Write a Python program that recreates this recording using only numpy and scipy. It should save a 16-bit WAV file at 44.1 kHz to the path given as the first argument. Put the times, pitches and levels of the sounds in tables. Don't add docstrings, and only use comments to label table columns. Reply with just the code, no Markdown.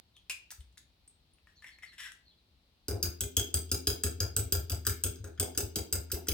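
import sys
import numpy as np
from scipy import signal
from scipy.fft import rfft, irfft
from scipy.io import wavfile

SR = 44100
rng = np.random.default_rng(int(sys.argv[2]) if len(sys.argv) > 2 else 0)


def ratio(d):
    e = np.asarray(d, float) / 20
    return 10 ** e


def unload_audio(sound):
    columns = np.transpose(np.atleast_2d(sound))
    steps = np.round(np.clip(columns, -1, 1) * 32767)
    wavfile.write(sys.argv[1], SR, steps.astype(np.int16))


N = 279153
T = np.arange(N) / SR

# frequency in Hz, relative density in dB per Hz.
HUSH_SPECTRUM = [(15, -38), (25, -6), (63, -1), (134, -18.5), (175, -17), (242, -21.5), (373, -25),
                 (416, -27.5), (818, -30.5), (1610, -38), (4250, -28.5), (6560, -46), (16000, -47.5)]
HUSH_DB = -67
# start in seconds, length in seconds, first pitch in Hz, last pitch in Hz, level in dB.
CHIRPS = [(0.145, 0.042, 3900, 2960, -64), (1.548, 0.04, 4970, 7500, -74), (1.553, 0.065, 4550, 3900, -63),
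          (1.705, 0.069, 4440, 4110, -62.5), (1.852, 0.075, 4570, 3900, -60),
          (2.248, 0.075, 4480, 3900, -64), (2.301, 0.042, 3600, 3160, -69.5),
          (2.369, 0.047, 4310, 3660, -73), (2.559, 0.051, 4250, 3670, -81)]
# frequency in Hz, t60 in seconds.
ROOM_T60 = [(100, 0.86), (500, 0.24), (2000, 0.39), (8000, 0.18), (16000, 0.29)]
ROOM_DB, FIRST_ECHO_S = -2.5, 0.0017

# start in seconds, level in
# dB, ringing pitch in Hz, t60 in seconds, broad snap in dB over the ringing.
CRACKS = [(.166,-51,3160,0.085,1),(0.297,-33,2527,0.071,-22),(0.2966,-29,2594,0.029,5.5),(0.5052,-44,1800,0.034,9.5),(.513,-42,14500,0.0083,4),
          (0.52,-43.5,1410,0.0089,6),(0.604,-53,8340,0.023,-5),(.6075,-48,3460,0.012,-2.5),(.7264,-68,7450,.015,7),(0.7736,-48,1830,.016,0),
          (.7781,-44.5,3800,0.014,3.5),(1.077,-47,8380,0.027,-34),(1.3354,-57,9360,0.019,-21),(1.3848,-58,2770,0.016,-8),
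          (1.4715,-50,1870,.042,-9),(1.6217,-46.5,1910,0.058,-9),(1.6419,-38.5,2017,0.045,-9),(1.75,-63,2090,.015,-3),
          (1.7862,-48,2030,0.05,-4),(1.8328,-40.5,2094,0.06,-9),(1.9824,-61,2100,.015,-2),(2.003,-41.5,1800,0.011,3),
          (2.1188,-48.5,1560,0.017,10.5)]
# start in seconds, hold in seconds, level in dB, hollow pitch in Hz.
GRINDS = [(1.471,0.035,-74.5,1747),(1.62,0.017,-66,1940),(1.663,0.016,-59,1980),(1.821,0.015,-57.5,2030),
          (1.918,0.019,-64.5,1914),(1.978,0.082,-48.5,1880)]
# centre in Hz, width in Hz, relative level in dB.
SHELL_BODY = [(3100, 1100, -3.5), (5580, 250, -11.5), (7700, 1200, -19), (1170, 440, -19.5)]
GRIND_RISE_S, GRIND_FALL_DB_S, SAG_HZ_PER_S, CRISP_DB = 0.0041, 363, 1000, -8
SHELL_LEFT_DB = 0.5

# start in seconds, egg level in dB, tine drag level in dB,
# strength of the cupboard rattle in dB.
STROKES = [(2.883,-49.5,-55,-37),(2.93,-49,-69,-41),(3.031,-61,-48.5,-41),(3.21,-59.5,-74,-43),(3.37,-51.5,-55,-37.5),
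           (3.541,-55,-62,-38.5),(3.717,-54.5,-78,-37),(3.871,-51,-57,-36.5),(4.038,-54,-58,-38),(4.204,-51,-48.5,-40.5),
           (4.366,-51,-60,-39),(4.522,-47,-48,-38.5),(4.703,-51.5,-52.5,-43),(4.866,-60,-68,-40),(5.04,-57,-58,-38.5),
           (5.24,-60,-59,-45.5),(5.398,-42,-53.5,-36.5),(5.575,-49,-58,-38.5),(5.76,-49,-56,-37),(5.928,-51.5,-52,-41.5),
           (6.125,-50,-57,-39.5),(6.282,-64,-52,-38.5)]
EGG_RISE_S, EGG_FALL_DB_S = 0.03, 232
DRAG_RISE_S, DRAG_FALL_DB_S = 0.019, 330

# start in seconds, swing level in dB, rocking rate in Hz,
# length in seconds, deep board mode in dB over the swing.
THUMPS = [(0.583,-40.5,62.3,0.035,-31),(0.64,-50.5,61,0.083,-11),(2.884,-35,80.3,.056,-1),(2.917,-29,95.7,0.066,-24),(3.028,-29,86,0.074,-6),
          (3.215,-31.5,90,0.056,-0.5),(3.372,-25,89,0.051,-2.5),(3.541,-26,83.5,0.048,-23),(3.718,-28,88.3,.044,-22),
          (3.871,-26,85,0.067,-2.5),(4.04,-25.5,83.4,0.056,-17),(4.101,-41,91,0.08,-18),(4.206,-25,93,.057,-12),
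          (4.284,-33,83.4,0.06,-20),(4.363,-27.5,97.5,0.075,-7),(4.43,-37,95,0.052,-0.5),(4.523,-24.5,85.8,0.082,-7),
          (4.614,-35,85.7,0.041,-35),(4.712,-24.5,87,0.044,-35),(4.774,-36,90,0.038,-25),(4.866,-26.5,89.9,0.063,-6),
          (4.932,-38,76,0.02,-18),(5.042,-26.5,86.2,0.066,-4.5),(5.198,-33.5,90,0.041,-9),(5.237,-37,87,0.063,-10),
          (5.389,-29.5,91,0.06,-9),(5.565,-36,83.4,0.052,-16),(5.628,-30,88.6,.048,-4),(5.761,-33.5,89,0.069,-2.5),
          (5.926,-28.5,85,0.08,-4.5),(6.132,-33,70.4,0.026,-4),(6.289,-24,87.2,0.14,2)]
BOARD_HZ, BOARD_T60_S, DEEP_HZ = 81.23, 0.88, 71.8
# mode in Hz, gain in dB, t60 in seconds.
CUPBOARD = [(208, -7, 0.16), (263.2, -3, 0.26), (351.8, 12, 0.048), (404.4, 7.5, 0.097), (437, -19, 0.092),
            (489, -35, 0.47), (623, -74, 0.082)]

# start in seconds, level in dB, then in dB how hard the rim, ping and
CLINKS = [(2.8822,-29.5,-4.5,-10,-4),(3.0274,-22.5,-12,-5,-5),(3.2068,-24.5,-13,0,-2),(3.3673,-18.5,-9,7,-1),
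          (3.5415,-20.5,-8.5,-4,-6),(3.692,-52,-10,9,-20),(3.715,-22,-7,-7,-6.5),(3.8702,-20,-7,-1.5,-6),
          (4.0357,-22.5,-2.5,-3,0),(4.203,-24,-5.5,-5.5,-3.5),(4.3641,-20.5,-9,-6,1.5),(4.5227,-20,-8.5,-1.5,-1.5),
          (4.6972,-30.5,-6,-0.5,-11),(4.7178,-32,-14,-12,-1.5),(4.8507,-40.5,6,4,-2),(4.8667,-20,-1.5,-19,-2),
          (4.8962,-40,-28,-8,-18),(5.037,-22,-9,4,-3.5),(5.157,-51,-1,-13,-8),(5.2424,-42.5,5.5,-16,-4),(5.3764,-50,18,11,-15),
          (5.398,-21.5,-4,2,2.5),(5.5487,-45.5,4,4,-21),(5.5752,-22,-6.5,-8,-0.5),(5.7575,-25.5,-13,-3.5,-2),
          (5.9256,-22,-14,-10,3.5),(6.1,-46.5,16,-15,-12),(6.1164,-26,-10.5,-8,-4),(6.2698,-42,11,3,2),(6.284,-23,-17.5,-2.5,-11)]
FAMILY_EDGES = (1250, 1750, 2650, 3100, 3500, 4500, 5300, 7200, 9100, 11700, 15900)
# mode in Hz, relative level in dB, t60 in seconds.
BOWL = [(1409, -1, 0.019), (1502, -12, 0.067), (1635, -2.5, 0.012), (2150, -17, 0.11), (2330, -11.5, 0.046),
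        (3135, 1, 0.0055), (3272, -12.5, 0.04), (3320, -44, 0.078), (3900, 9.5, 0.005), (4952, 10.5, 0.017),
        (4944, 8, 0.0075), (5460, -28, 0.011), (5850, 20.5, 0.0045), (6530, 13.5, 0.011), (6870, 2, 0.014),
        (7867, 5, 0.013), (8160, 19, 0.0046), (8310, 22.5, 0.0037), (7996, 10, 0.012), (9410, -1.5, 0.012),
        (13500, -14, 0.0067), (13480, 9.5, 0.016), (14300, -36, 0.013), (15400, -41, 0.0064)]
BOWL_LOW_HZ = 1200
SOFT_DB, DULL_DB_PER_DB = -38, 0.5
WALL_DB, HIGH_DB, TOP_DB = -4, -2.5, -4
# mode in Hz, gain in dB, t60 in seconds.
FREE_BOWL = [(906, -43.5, 0.96), (2193, -37.5, 0.64)]
LET_GO_S = 5.22

# frequency in Hz, left minus right in dB.
LEFT_BALANCE = [(60, 3.0), (110, 3.0), (200, 1.0), (380, 1.0), (700, 2.0), (1290, 4.0), (2380, 4.0),
                (4400, 1.5), (8120, 1.0), (15000, 1.0)]
LEFT_LEAD_S, LEAD_TOP_HZ = 5e-5, 5000
MIC_LOW_HZ = 57.3


def across(table, hz):
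    f, v = np.transpose(table)
    return np.interp(np.log(np.maximum(hz, 1)), np.log(f), v)


def ring(x, hz, t60):
    pole = np.exp((2j * np.pi * hz - np.log(1000) / max(t60, .002)) / SR)
    return signal.lfilter([1], [1, -pole], x).imag


def band(x, lo_hz, hi_hz):
    sos = signal.butter(2, [lo_hz, min(hi_hz, .45 * SR)], "band", fs=SR, output="sos")
    return signal.sosfilt(sos, x)


def add(track, s, burst):
    i = int(s * SR)
    track[i:i + len(burst)] += burst[:N - i]


def splinters(n, spread_db, most):
    return rng.standard_normal(n) * ratio(spread_db * np.minimum(rng.exponential(size=n), most))


def grains(spread_db):
    g = splinters(N, spread_db, 6)
    return g / g.std()


def swells(starts, level_db, rise_s, fall_db_s, held_s=0):
    out, t = np.zeros(N), T[:int(.3 * SR)]
    for s, db, held in np.broadcast(starts, level_db, held_s):
        fall_db = fall_db_s * np.maximum(t - rise_s - held, 0)
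        add(out, s, np.clip(t / rise_s, 0, 1) ** 2 * ratio(db - fall_db))
    return out


def hush():
    hz = np.arange(N // 2 + 1) * SR / N
    mid, side = rfft(rng.standard_normal((2, N))) * ratio(across(HUSH_SPECTRUM, hz))
    air = irfft(mid + np.clip(hz / 900, .15, 1) * side * np.array([[1], [-1]]), N)
    return air / air.mean(axis=0).std() * ratio(HUSH_DB)


def birds():
    out = np.zeros(N)
    husk = band(rng.standard_normal(N), 49, 300)
    for s, length, from_hz, to_hz, db in CHIRPS:
        n = int(length * SR)
        phase = 2 * np.pi * np.cumsum(np.linspace(from_hz, to_hz, n)) / SR
        add(out, s, ratio(db) * np.hanning(n) ** .5 * np.sin(phase))
    return out * (1 + 0.53 * husk / husk.std())


def room(x, alike_hz=350):
    n = int(.6 * SR)
    onset = np.clip(T[:n] / FIRST_ECHO_S - 1, 0, 1)
    tail = 0
    for hz in 150 * 2. ** np.arange(0, 7, .5):
        mid, side = rng.standard_normal((2, n))
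        pair = mid + min(hz / alike_hz, 1) * side * np.array([[1], [-1]])
        decay = ratio(-60 * T[:n] / across(ROOM_T60, 0.89 * hz))
        part = band(pair, hz, 1.54 * hz) * decay * onset
        tail = tail + part * np.sqrt(hz / SR / np.sum(part ** 2, axis=1, keepdims=True))
    return signal.fftconvolve(x, tail, axes=1)[:, :N]


def shell_cracks():
    out, n = np.zeros(N), int(.12 * SR)
    for s, db, hz, t60, snap_db in CRACKS:
        splinter_s = 0.011 * ratio(0.67 * (db + 30))
        burst = splinters(n, 5.2, 3) * np.exp(-T[:n] / splinter_s)
        snap = band(burst, min(1.35 * hz, 5000), 9900)
        tone = sum(ring(burst, hz + k * 130, t60) for k in (-1, 0, 1))
        add(out, s, ratio(db) * (tone / np.abs(tone).max() + ratio(snap_db) * snap / np.abs(snap).max()))
    return out


def shell_grinding():
    s, held, db, hz = np.transpose(GRINDS)
    latest = np.maximum(np.searchsorted(s, T) - 1, 0)
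    hollow_hz = hz[latest] - SAG_HZ_PER_S * np.clip(T - s[latest], 0, .3)
    grit = grains(4.5)
    hollow = band(grains(7.2), 38, 190) * np.sin(2 * np.pi * np.cumsum(hollow_hz) / SR)
    body = sum(ratio(g) * band(grit, centre - w / 2, centre + w / 2) / np.sqrt(2 * w / SR)
               for centre, w, g in SHELL_BODY)
    crisp = band(grit, 5000, 11000)
    texture = hollow / hollow.std() + body + ratio(CRISP_DB) * crisp / crisp.std()
    return swells(s, db, GRIND_RISE_S, GRIND_FALL_DB_S, held) * texture


def shell():
    return band(shell_cracks() + shell_grinding(), 800, 20000) * ratio(SHELL_LEFT_DB * np.array([[.5], [-.5]]))


def slop():
    s, egg_db, drag_db, _ = np.transpose(STROKES)
    wet = band(band(grains(7.0), 370, 834), 370, 834)
    grit = grains(6.3)
    drag = sum(ratio(db) * ring(grit, hz, 3.1 * t60) for hz, db, t60 in BOWL if hz < FAMILY_EDGES[2])
    return (swells(s, egg_db, EGG_RISE_S, EGG_FALL_DB_S) * wet / wet.std()
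            + swells(s, drag_db, DRAG_RISE_S, DRAG_FALL_DB_S) * drag / drag.std())


def worktop(tail_db=-6):
    rock, rattle = np.zeros((2, N))
    for s, db, hz, length, deep_db in THUMPS:
        t = T[:int(length * SR)]
        press = np.sin(np.pi * t / length) ** 0.77
        swing = np.sin(2 * np.pi * hz * t)
        deep = ratio(deep_db) * np.sin(2 * np.pi * DEEP_HZ * t)
        add(rock, s, ratio(db) * press * (swing + deep))
    t = T[:int(.06 * SR)]
    for s, _, _, db in STROKES:
        add(rattle, s, ratio(db) * np.exp(-t / 0.044) * rng.standard_normal(len(t)) / np.sqrt(len(t)))
    board = ring(rock, BOARD_HZ, BOARD_T60_S) * ratio(tail_db) / (0.023 * SR)
    cupboard = sum(ratio(db) * ring(rattle, hz, t60) for hz, db, t60 in CUPBOARD)
    return rock + board + cupboard


def free_bowl():
    taps = np.zeros(N)
    for s, db, *_ in CLINKS:
        taps[int(s * SR)] = ratio(db) * (s > LET_GO_S)
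    return sum(ratio(db) * ring(taps, hz, t60) for hz, db, t60 in FREE_BOWL)


def fork(chatter_s=0.012, snap_db=11, middle_db=-5, held_db=-15,
         rebound_s=0.028, rebound_db=-10, rim_rebound_db=-2, held_rebound_db=4):
    scatter_db, detune = 4.5, .015
    n, out = int(.25 * SR), np.zeros(N)
    hz, mode_db, t60 = np.transpose(BOWL)[:, :, None]
    family = np.searchsorted(FAMILY_EDGES, hz) - 1
    second_touch = ratio(np.select([family == 0, family == 1], [rim_rebound_db, held_rebound_db], rebound_db))
    for s, db, rim_db, ping_db, upper_db in CLINKS:
        dull_db = -DULL_DB_PER_DB * max(SOFT_DB - db, 0)
        family_db = np.array([rim_db, held_db, middle_db, ping_db, middle_db, WALL_DB, middle_db, upper_db,
                              HIGH_DB + dull_db, TOP_DB + dull_db])
        late = int(rebound_s * SR * (1 + .12 * rng.uniform(-1, 1)))
        shape = np.clip(1.4 - T[:n] / chatter_s, 0, 1)
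        shape[late:] += ratio(rebound_db) * shape[:-late]
        bounces = shape * splinters(n, 10.9, 3)
        bounces = bounces / np.sqrt(np.sum(bounces ** 2))
        spot, pull, phase = rng.standard_normal((3, len(BOWL), 1))
        swing = np.sin(2 * np.pi * hz * (1 + detune * pull) * T[:n] + 2 * phase)
        modes = ratio(mode_db + family_db[family] + scatter_db * spot - 60 * T[:n] / t60) * swing
        modes = modes * np.clip(T[:n] / 0.0024, 0, 1)
        modes[:, late:] += second_touch * modes[:, :-late]
        snap = sum(ratio(g) * band(bounces, lo, hi)
                   for g, lo, hi in zip(family_db, FAMILY_EDGES, FAMILY_EDGES[1:]))
        blow = modes.sum(axis=0) + ratio(snap_db) * 10 * snap
        add(out, s, ratio(db) * blow / (2 * np.std(blow[:int(.015 * SR)])))
    return band(band(out, BOWL_LOW_HZ, .4 * SR), BOWL_LOW_HZ, .4 * SR)


def scene():
    sound = birds() + shell() + slop() + worktop() + free_bowl() + fork()
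    hz = np.arange(N // 2 + 1) * SR / N
    side = np.array([[.5], [-.5]])
    lead = np.exp(2j * np.pi * np.minimum(hz, LEAD_TOP_HZ) * LEFT_LEAD_S * (side - .5))
    direct = irfft(rfft(sound) * lead, N)
    mix = direct + ratio(ROOM_DB) * room(sound) + hush()
    return irfft(rfft(mix) * ratio(side * across(LEFT_BALANCE, hz)), N)


def low_pass(x):
    return signal.sosfilt(signal.butter(12, 17020, fs=SR, output="sos"), x)


def record(dry):
    mic = signal.sosfilt(signal.butter(2, MIC_LOW_HZ, "high", fs=SR, output="sos"), dry)
    return low_pass(mic)


dry = scene()
out = record(dry)
unload_audio(out)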